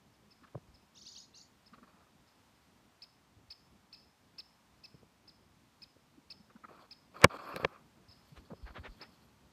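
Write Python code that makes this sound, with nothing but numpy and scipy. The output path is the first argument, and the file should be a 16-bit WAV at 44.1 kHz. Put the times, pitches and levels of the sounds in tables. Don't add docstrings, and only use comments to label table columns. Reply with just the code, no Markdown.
import sys
import numpy as np
from scipy import signal
from scipy.fft import rfft, irfft, next_fast_len
from scipy.io import wavfile
from scipy.ndimage import uniform_filter1d, map_coordinates

SR = 44100
rng = np.random.default_rng(int(sys.argv[2]) if len(sys.argv) > 2 else 0)


def to_linear_factor(level_db):
    exponent = np.asarray(level_db, float) / 20
    return 10 ** exponent


def waveform_to_disk(signal):
    frames = np.transpose(np.atleast_2d(signal))
    scaled = np.clip(frames, -1, 1) * 32767
    samples = np.round(scaled).astype(np.int16)
    wavfile.write(sys.argv[1], SR, samples)


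N = 419832

# centre_hz, width_hz, level_db
PAD_MODES = [(400, 380, -1), (1487.6, 1200, 0.5), (4200, 620, -14)]
TOP_HZ = 15300


def unit(x):
    return x / np.sqrt(np.mean(x ** 2) + 1e-20)


def along(points, hz):
    f, v = np.transpose(points)
    return np.interp(np.log(hz + 1), np.log(f + 1), v)


def wobble(rate, size=N):
    knots = rng.standard_normal(int(size * rate / SR) + 4)
    return map_coordinates(knots, [np.arange(size) * rate / SR])


def filtered(x, response):
    m = next_fast_len(len(x) + 4096)
    return irfft(rfft(x, m) * response(np.fft.rfftfreq(m, 1 / SR)), m)[:len(x)]


def resonances(modes):
    def response(f):
        return sum((-1) ** k * to_linear_factor(db) * 1j * f * width / (hz * hz - f * f + 1j * f * width)
                   for k, (hz, width, db) in enumerate(modes))
    return response


def add(track, s, x):
    part = track[round(s * SR):][:len(x)]
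    part += x[:len(part)]


def tail(t60s, size):
    hz, t, z = signal.stft(rng.standard_normal(size), SR, nperseg=128)
    fade = to_linear_factor(-60 * t / along(t60s, hz)[:, None])
    x = signal.istft(z * fade, SR, nperseg=128)[1]
    return x / np.linalg.norm(x)


def floor():
    # pitch_hz, level_db (per Hz)
    air_colour = [(470, -11), (950, -8), (1600, -14), (5000, -19.5), (9600, -26.5), (10500, -30.5),
                  (11500, -27), (15200, -33)]
    # pitch_hz, level_db (per Hz)
    rumble_colour = [(15, -44), (27, -17), (60, -2.5), (140, -4), (220, -2.5), (330, -8), (470, -12.5),
                     (3000, -14)]
    # time_s, level_db
    unrest = [
        (0, 2),
        (.9, 2.5),
        (4.5, 1),
        (6, 2.5),
        (7, 4.5),
        (7.9, 5),
        (8.2, 4),
        (8.9, 9),
        (9.52, 5.5),
    ]
    unrest_db = np.interp(np.arange(N) / SR, *np.transpose(unrest))
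    high = lambda f: 1 / (1 + (450 / (f + 1)) ** 4)
    air = filtered(rng.standard_normal(N),
                   lambda f: to_linear_factor(along(air_colour, f)) * np.sqrt(high(f)) * (f < TOP_HZ))
    rumble = filtered(rng.standard_normal(N),
                      lambda f: to_linear_factor(along(rumble_colour, f)) * np.sqrt(1 - high(f)))
    air_db = -71.5 + 0.15 * unrest_db + 0.64 * wobble(3)
    rumble_db = -72 + unrest_db + 2.2 * wobble(12) + 1.4 * wobble(20)
    return unit(air) * to_linear_factor(air_db) + unit(rumble) * to_linear_factor(rumble_db)


def sparrow():
    # offset_s, length_s, start_hz, end_hz, level_db
    first_half = [
        (-.004, .024, 5000, 6900, -6),
        (0, 0.05, 3050, 7070, -0.5),
        (.001, .03, 2500, 2960, -14.5),
        (0.016, 0.036, 2911, 4790, -4),
    ]
    second_half = [
        (.046, .021, 5200, 7150, -7),
        (.058, .032, 4000, 6950, 0.5),
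        (.064, .038, 3000, 4700, -8.5),
    ]
    short = [
        (-.02, 0.025, 3300, 4700, -5),
        (-.022, 0.025, 2600, 2900, -11.5),
        (-0.0095, .028, 5200, 7000, -3.5),
        (0.012, 0.025, 4500, 7200, -1),
    ]
    # start_s, first_half_db, second_half_db
    syllables = [
        (.95, -57.5, -55.5),
        (1.051, -51, -55),
        (1.148, -52, -59.5),
    ]
    # start_s, level_db
    chips = [
        (1.354, -58),
        (1.396, -59),
    ]
    # start_s, top_hz, level_db
    hooks = [
        (1.08, 4905, -58),
        (1.193, 5150, -55.5),
        (1.228, 4450, -64),
        (1.354, 4770, -57.5),
        (1.399, 4750, -59.5),
    ]
    hook_s, hook_hz = 0.0243, 960
    bow_share = .6
    beak_hz, beak_width_hz, beak_db = 4500, 490, 2.5
    begin_s = .9

    sung = [(s, db, first_half) for s, db, _ in syllables]
    sung += [(s, db, second_half) for s, _, db in syllables]
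    sung += [(s, db, short) for s, db in chips]
    glides = []
    for s, db, strokes in sung:
        for offset, length, low, high, stroke_db in strokes:
            glides.append((s + offset, length, low, low + bow_share * (high - low), high, db + stroke_db))
    for s, hz, db in hooks:
        glides.append((s, hook_s, hz - hook_hz, hz, hz - hook_hz, db))

    out = np.zeros(SR)
    for s, length, start_hz, mid_hz, end_hz, db in glides:
        u = np.linspace(-1, 1, round(length * SR))
        v = .4 * u + .6 * np.sin(np.pi / 2 * u)
        hz = mid_hz + (end_hz - start_hz) / 2 * v + ((end_hz + start_hz) / 2 - mid_hz) * v * v
        hz *= 1 + .012 * wobble(500, size=len(u))
        beak = beak_db * np.exp(-((hz - beak_hz) / beak_width_hz) ** 2)
        swell = (1 - u * u) ** 0.82 * to_linear_factor(db + 3.6 * wobble(303, size=len(u)) + beak)
        phase = 2 * np.pi * np.cumsum(hz) / SR
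        whistle = np.sin(phase) + to_linear_factor(-27) * np.sin(2 * phase)
        add(out, s - begin_s, swell * whistle)
    scatter = tail([(2500, 0.16), (4500, 0.24), (7000, 0.26)], size=SR // 3)
    hedge = to_linear_factor(-5) * np.pad(scatter, (300, 0))
    hedge[0] = 1
    return np.pad(signal.fftconvolve(out, hedge), (round(begin_s * SR), N))[:N]


def thumps():
    # start_s, peak_db, pitch_hz
    squeezes = [(.42, -57, 260), (.549, -36.5, 136.5), (.679, -54.5, 59.2), (.729, -58.5, 64.6),
                (1.722, -54.5, 210.6), (1.819, -53.5, 231), (1.939, -60, 193.3), (2.149, -62, 197),
                (3.363, -55, 107.6), (3.429, -59, 110), (3.479, -58.5, 72.7), (6.176, -54, 284),
                (6.4, -54.5, 203), (6.55, -48.5, 230), (7.85, -70, 201), (8.082, -53, 94.2),
                (8.317, -49.5, 151), (8.369, -47, 64.53), (8.514, -41.5, 190.6), (8.626, -37, 53.9),
                (8.69, -45.5, 57.2), (8.787, -41, 73.8), (8.879, -42, 40.6)]
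    out = np.zeros(N)
    for s, db, hz in squeezes:
        cycles = 1.45 + hz / 65
        u = np.linspace(0, 1, round(cycles / hz * SR))
        swell = np.sin(np.pi * u ** 0.78) ** 1.25
        add(out, s, to_linear_factor(db) * swell * np.sin(2 * np.pi * cycles * u ** 0.83))
    return out


def friction(modes, edge, patchy_db):
    slips = to_linear_factor(1.5 * wobble(60) + 1.8 * wobble(300))
    mix = np.zeros(N)
    for hz, width, db in modes:
        mode = resonances([(hz, 1.5 * width, 0)])
        band = filtered(slips * rng.standard_normal(N), lambda f: to_linear_factor(db) * mode(f) ** 2 * edge(f))
        mix += to_linear_factor(patchy_db * wobble(35)) * band
    return unit(mix)


def rubs():
    # start_s, length_s, start_db, end_db, hiss_db
    strokes = [(1.872, 0.068, -62, -75, -14), (1.933, .16, -71, -70, -18.5), (6.684, .102, -57, -61, -18),
               (6.79, .075, -57.5, -66, -15.5), (7.14, 0.062, -55.5, -50.5, -13),
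               (7.197, 0.032, -53, -43, -13), (7.298, .077, -52, -46, -12.5),
               (7.384, .087, -50, -48.5, -14), (7.473, 0.076, -43, -49, -15.5),
               (7.564, .025, -37.5, -48, -21), (7.594, 0.057, -42.5, -50.5, -17),
               (7.674, 0.0822, -56.5, -62, -18), (7.759, 0.072, -55, -79, -24)]
    # time_s, level_db
    swing = [
        (8.15, -85.5),
        (8.3, -78.5),
        (8.55, -80),
        (8.7, -75.5),
        (9.1, -77),
        (9.3, -83),
    ]
    # centre_hz, width_hz, level_db
    skin_modes = [(300, 200, -7), (620, 330, -5), (1180, 300, 0), (2450, 330, -12)]
    # centre_hz, width_hz, level_db
    port_modes = [(3300, 330, -1), (4400, 480, 2), (7540, 1400, -16.5), (12100, 2000, -14)]
    t = np.arange(N) / SR
    level_db = np.interp(t, *np.transpose(swing), left=-140, right=-140)
    hiss_db = np.full(N, 2.0)
    hiss_db = hiss_db.astype(int)
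    for s, length, start_db, end_db, stroke_hiss_db in strokes:
        on = (t > s) & (t < s + length)
        level_db[on] = start_db + (end_db - start_db) * (t[on] - s) / length
        hiss_db[on] = stroke_hiss_db
    body = friction(skin_modes, lambda f: 1 / (1 + (f / 3200) ** 6), patchy_db=2.06)
    fizz = friction(port_modes, lambda f: f < TOP_HZ, patchy_db=3.5)
    body *= uniform_filter1d(to_linear_factor(level_db), size=400)
    return body + uniform_filter1d(to_linear_factor(level_db + hiss_db), size=400) * fizz


def scuffs():
    # peak_s, peak_db, fall_s, treble_edge_hz, hollowness (0-1)
    strokes = [(.441, -50, 0.013, 5000, .86), (0.478, -58, 0.01, 5000, 0.73),
               (1.74, -46.5, 0.012, 5500, 0.85), (1.785, -50.5, 0.01, 1800, .84),
               (1.835, -50, 0.012, 3500, 0.87), (6.505, -54.5, .012, 2000, 0.68),
               (6.562, -53.5, .013, 1790, 1), (6.645, -41, 0.014, 3000, 1), (6.692, -52, .014, 2500, 0.99),
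               (8.375, -50, 0.016, 9000, 0.24), (8.514, -45.5, .014, 1097, 0.45),
               (8.679, -46, .02, 3000, 0.1), (8.708, -48, 0.0061, 1800, 0.13),
               (8.77, -39.5, 0.01854, 4200, 0.02), (8.858, -40, 0.019, 5000, .13),
               (9.025, -46, 0.028, 3530, 0.4)]
    # centre_hz, width_hz, level_db
    case_modes = [(230, 120, -3), (560, 250, -8), (1220, 330, 0), (2450, 400, -12), (4200, 700, -13)]
    port, case = resonances(PAD_MODES), resonances(case_modes)
    out, t = np.zeros(N), np.arange(-2048, 4096) / SR
    for s, db, fall, edge_hz, hollow in strokes:
        def colour(f):
            through_case = case(f) * abs(case(f)) ** .55
            return ((1 - hollow) * port(f) + hollow * through_case) / (1 + (f / edge_hz) ** 4)
        rise = (1 - 0.53 * hollow) * fall
        swell = np.exp(-(t / np.where(t < 0, rise, fall)) ** 2)
        noise = unit(filtered(rng.standard_normal(len(t)), colour))
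        add(out, s + t[0], to_linear_factor(db - 7.0) * swell * noise)
    return out


def knocks():
    # time_s, peak_db, treble_edge_hz, bass_lag_s, rattle_db
    blows = [(0.547, -35, 850, 0.014, -5), (0.575, -46.5, 615, 0.0063, -1), (4.943, -52.5, 420, .01, 4.5),
             (5.027, -49.5, 500, .008, -6), (5.962, -54.5, 453, 0.0075, -4),
             (7.217, -34.5, 6840, 0.0018, 1), (7.2422, -8, 8590, 0.0062, 0), (7.2434, -4, 2450, 0.0079, 6),
             (7.542, -39, 696, 0.0047, 1.5), (7.554, -38, 700, 0.0049, -20),
             (7.562, -31.5, 13000, 0.00093, 7.5), (7.579, -52, 4930, .001, 7.5),
             (7.597, -34, 930, 0.00388, -14.5), (7.632, -35, 900, 0.0044, 3), (7.647, -16.5, 2855, .006, 0),
             (7.649, -27.5, 915, .008, 4), (8.503, -51.5, 1090, .008, 4.5), (8.532, -40.5, 850, .008, 2.5),
             (8.781, -48.5, 350, 0.0083, 3.5)]
    # pitch_hz, level_db, t60_s
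    plate = [(180, -1, .045), (350, -8, .03), (550, 1, .03), (1050, -9, .02), (1640, -1, .016),
             (2300, -3, .014), (2530, -2, .014), (3670, -10, .006)]
    back_s, back_db = .00182, -6
    out, t, lead = np.zeros(N), np.arange(4096) / SR, 1024
    lead_s = lead / SR
    after = np.maximum(t - lead_s, 0)
    for s, db, edge_hz, lag, rattle_db in blows:
        def dull(f):
            soft = 1 / (1 + 1.4j * f / edge_hz - (f / edge_hz) ** 2) ** 2
            return soft / (1 + (f / (2.6 * edge_hz)) ** 8)

        def bend(f):
            return dull(f) * f ** 4 / (f ** 4 + 70 ** 4) * np.exp(-4j * np.pi * lag * np.sqrt(150 * f))

        def far_face(f):
            return (1 + to_linear_factor(back_db) * np.exp(-2j * np.pi * f * back_s)) * 1j * f / (1j * f + 60)

        blow = filtered(1. * (np.arange(len(t)) == lead), bend)
        blow = filtered(blow, far_face)
        ring = sum(to_linear_factor(level + rng.normal(0, 1.5) - 60 * after / t60) * np.sin(2 * np.pi * hz * after)
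                   for hz, level, t60 in plate)
        creep = to_linear_factor(-60 * np.maximum(lead_s - t, 0) / 0.051 - 11.5) * (t < lead_s)
        slide = creep * unit(filtered(rng.standard_normal(len(t)), resonances(PAD_MODES))) / 3
        loose = tail([(100, 0.079), (1000, 0.034), (3000, .025), (9000, 0.0033)], size=len(t) - lead)
        loose = np.pad(loose, (lead, 0))
        loose = loose / abs(loose).max() + slide
        rattle = filtered(ring / abs(ring).max() + .65 * loose,
                          lambda f: dull(f) * (1j * f / (1j * f + 70)) ** 2)
        hit = blow / abs(blow).max() + to_linear_factor(rattle_db) * rattle / abs(rattle).max()
        add(out, s - lead_s, to_linear_factor(db) * hit)
    return out


def echoed(x, walls_db, scatter_db, ground_db):
    # delay_s, level_db
    walls = [
        (.027, -8),
        (.044, -8),
        (.068, -6),
        (.095, -9),
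        (.14, -11),
    ]
    # pitch_hz, t60_s
    garden = [(2500, .25), (4400, .15), (5200, .6), (8000, .6)]
    room = to_linear_factor(scatter_db) * np.pad(tail(garden, size=SR // 2), (round(0.01 * SR), 0))
    room[0] = 1
    add(room, .003, to_linear_factor(ground_db) * tail([(1000, 0.016)], size=512))
    for lag, db in walls:
        add(room, lag + rng.normal(0, .001), to_linear_factor(walls_db + db) * tail([(1000, .05)], size=1024))
    return signal.fftconvolve(x, room)


def woodpecker():
    # start_s, peak_db, lowest_partial_db, wall_echoes_db, rising_leg_db
    calls = [(0.1393, -75, -13, -20, 0), (0.31, -63, -8, -11, -2), (0.7432, -62.5, -14, -9.5, -9),
             (1.663, -61.5, -14, -17.5, -2), (2.2767, -70.5, -12, -5, -1), (2.5511, -75.5, -13, -22, 0),
             (3.0238, -49, -13, -18, 7), (3.5078, -46.5, -16, -18.5, 4), (3.9312, -52, -10, -11, 7.5),
             (4.3862, -42.5, -14, -21.5, -2), (4.8401, -49.5, -8.5, -17, -4), (5.2804, -54, -16, -15, -1),
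             (5.8225, -49.5, -10, -20.5, -1), (6.3065, -46, -12, -20, 3), (6.9128, -48.5, -11.5, -17.5, 0),
             (7.4295, -67, -16, -3, -4), (7.5256, -66, -16, -3, -4), (8.0875, -60, -15, -9, -2),
             (8.1144, -60, -22, -9, 7), (8.5494, -73.5, -16, 2, 0), (9.0165, -49.5, -9, -20, 6)]
    # multiple of the lowest, level_db
    overtones = [(3, -15.5), (4, -34.5), (5, -19.5), (6, -26.5)]
    top_hz = 5260
    crest_s, climb_s, drop_s = .0072, .0135, .0165
    climb_bend, drop_bend = 3, 2.2
    full_share = 0.853
    climb_fade_db, drop_fade_db = 120, 64
    tick_s, tick_db = .005, -13.5
    throat_hz, throat_width_hz, third_db = 5200, 1100, -21

    out = np.zeros(N)
    t = np.arange(crest_s - climb_s - tick_s, crest_s + drop_s, 1 / SR)
    climbing = t < crest_s
    climb = abs((crest_s - t) / climb_s) ** climb_bend
    drop = abs((t - crest_s) / drop_s) ** drop_bend
    share = np.maximum(1 - np.where(climbing, climb, drop) / 2, .3)
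    level_db = -np.where(climbing, climb_fade_db, drop_fade_db) * np.maximum(full_share - share, 0)
    tick = np.exp(-((t + tick_s) / 0.0037) ** 2)
    for s, db, low_db, echo_db, leg_db in calls:
        arch = share * (1 + 0.007 * wobble(600, size=len(t)))
        phase = np.pi * np.cumsum(top_hz * (1 + rng.normal(0, .004)) * arch) / SR
        voice = np.sin(2 * phase) + to_linear_factor(low_db - 55 * (1 - arch)) * np.sin(phase)
        for k, over_db in overtones:
            voice += to_linear_factor(over_db - 30 * (2.0 - arch)) * np.sin(k * phase)
        rasp = filtered(rng.standard_normal(len(t)), lambda f: 1 / (1 + (f / 7000) ** 2))
        voice += to_linear_factor(-14.5) * rasp
        rising_leg = np.clip((.002 - t) / 0.0042, 0, 1)
        voice *= to_linear_factor(level_db + leg_db * rising_leg + 1.3 * wobble(500, size=len(t)))
        voice += to_linear_factor(tick_db) * tick * filtered(rasp, lambda f: (f > 2000) * (f < 6000))
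        off_throat = (1.5 * top_hz * arch - throat_hz) / throat_width_hz
        flare_db = third_db - 9 * off_throat ** 2 + 5 * wobble(500, size=len(t))
        voice += to_linear_factor(flare_db) * np.sin(3 * phase)
        add(out, s + t[0], echoed(to_linear_factor(db) * voice, echo_db, echo_db + 4.2, ground_db=-12.5))
    return out


def scene():
    handling = thumps() + rubs() + scuffs() + knocks()
    return (floor() + sparrow() + handling + woodpecker())[None]


def top_cut(x):
    return signal.sosfilt(signal.butter(12, 16520, fs=SR, output="sos"), x)


def record(dry):
    clip = .75
    thin = filtered(dry[0], lambda f: (1j * f / (1j * f + 28)) ** 2)[None]
    mix = thin / (1 + abs(thin / clip) ** 6) ** (1 / 6)
    return top_cut(mix)


dry = scene()
out = record(dry)
waveform_to_disk(out)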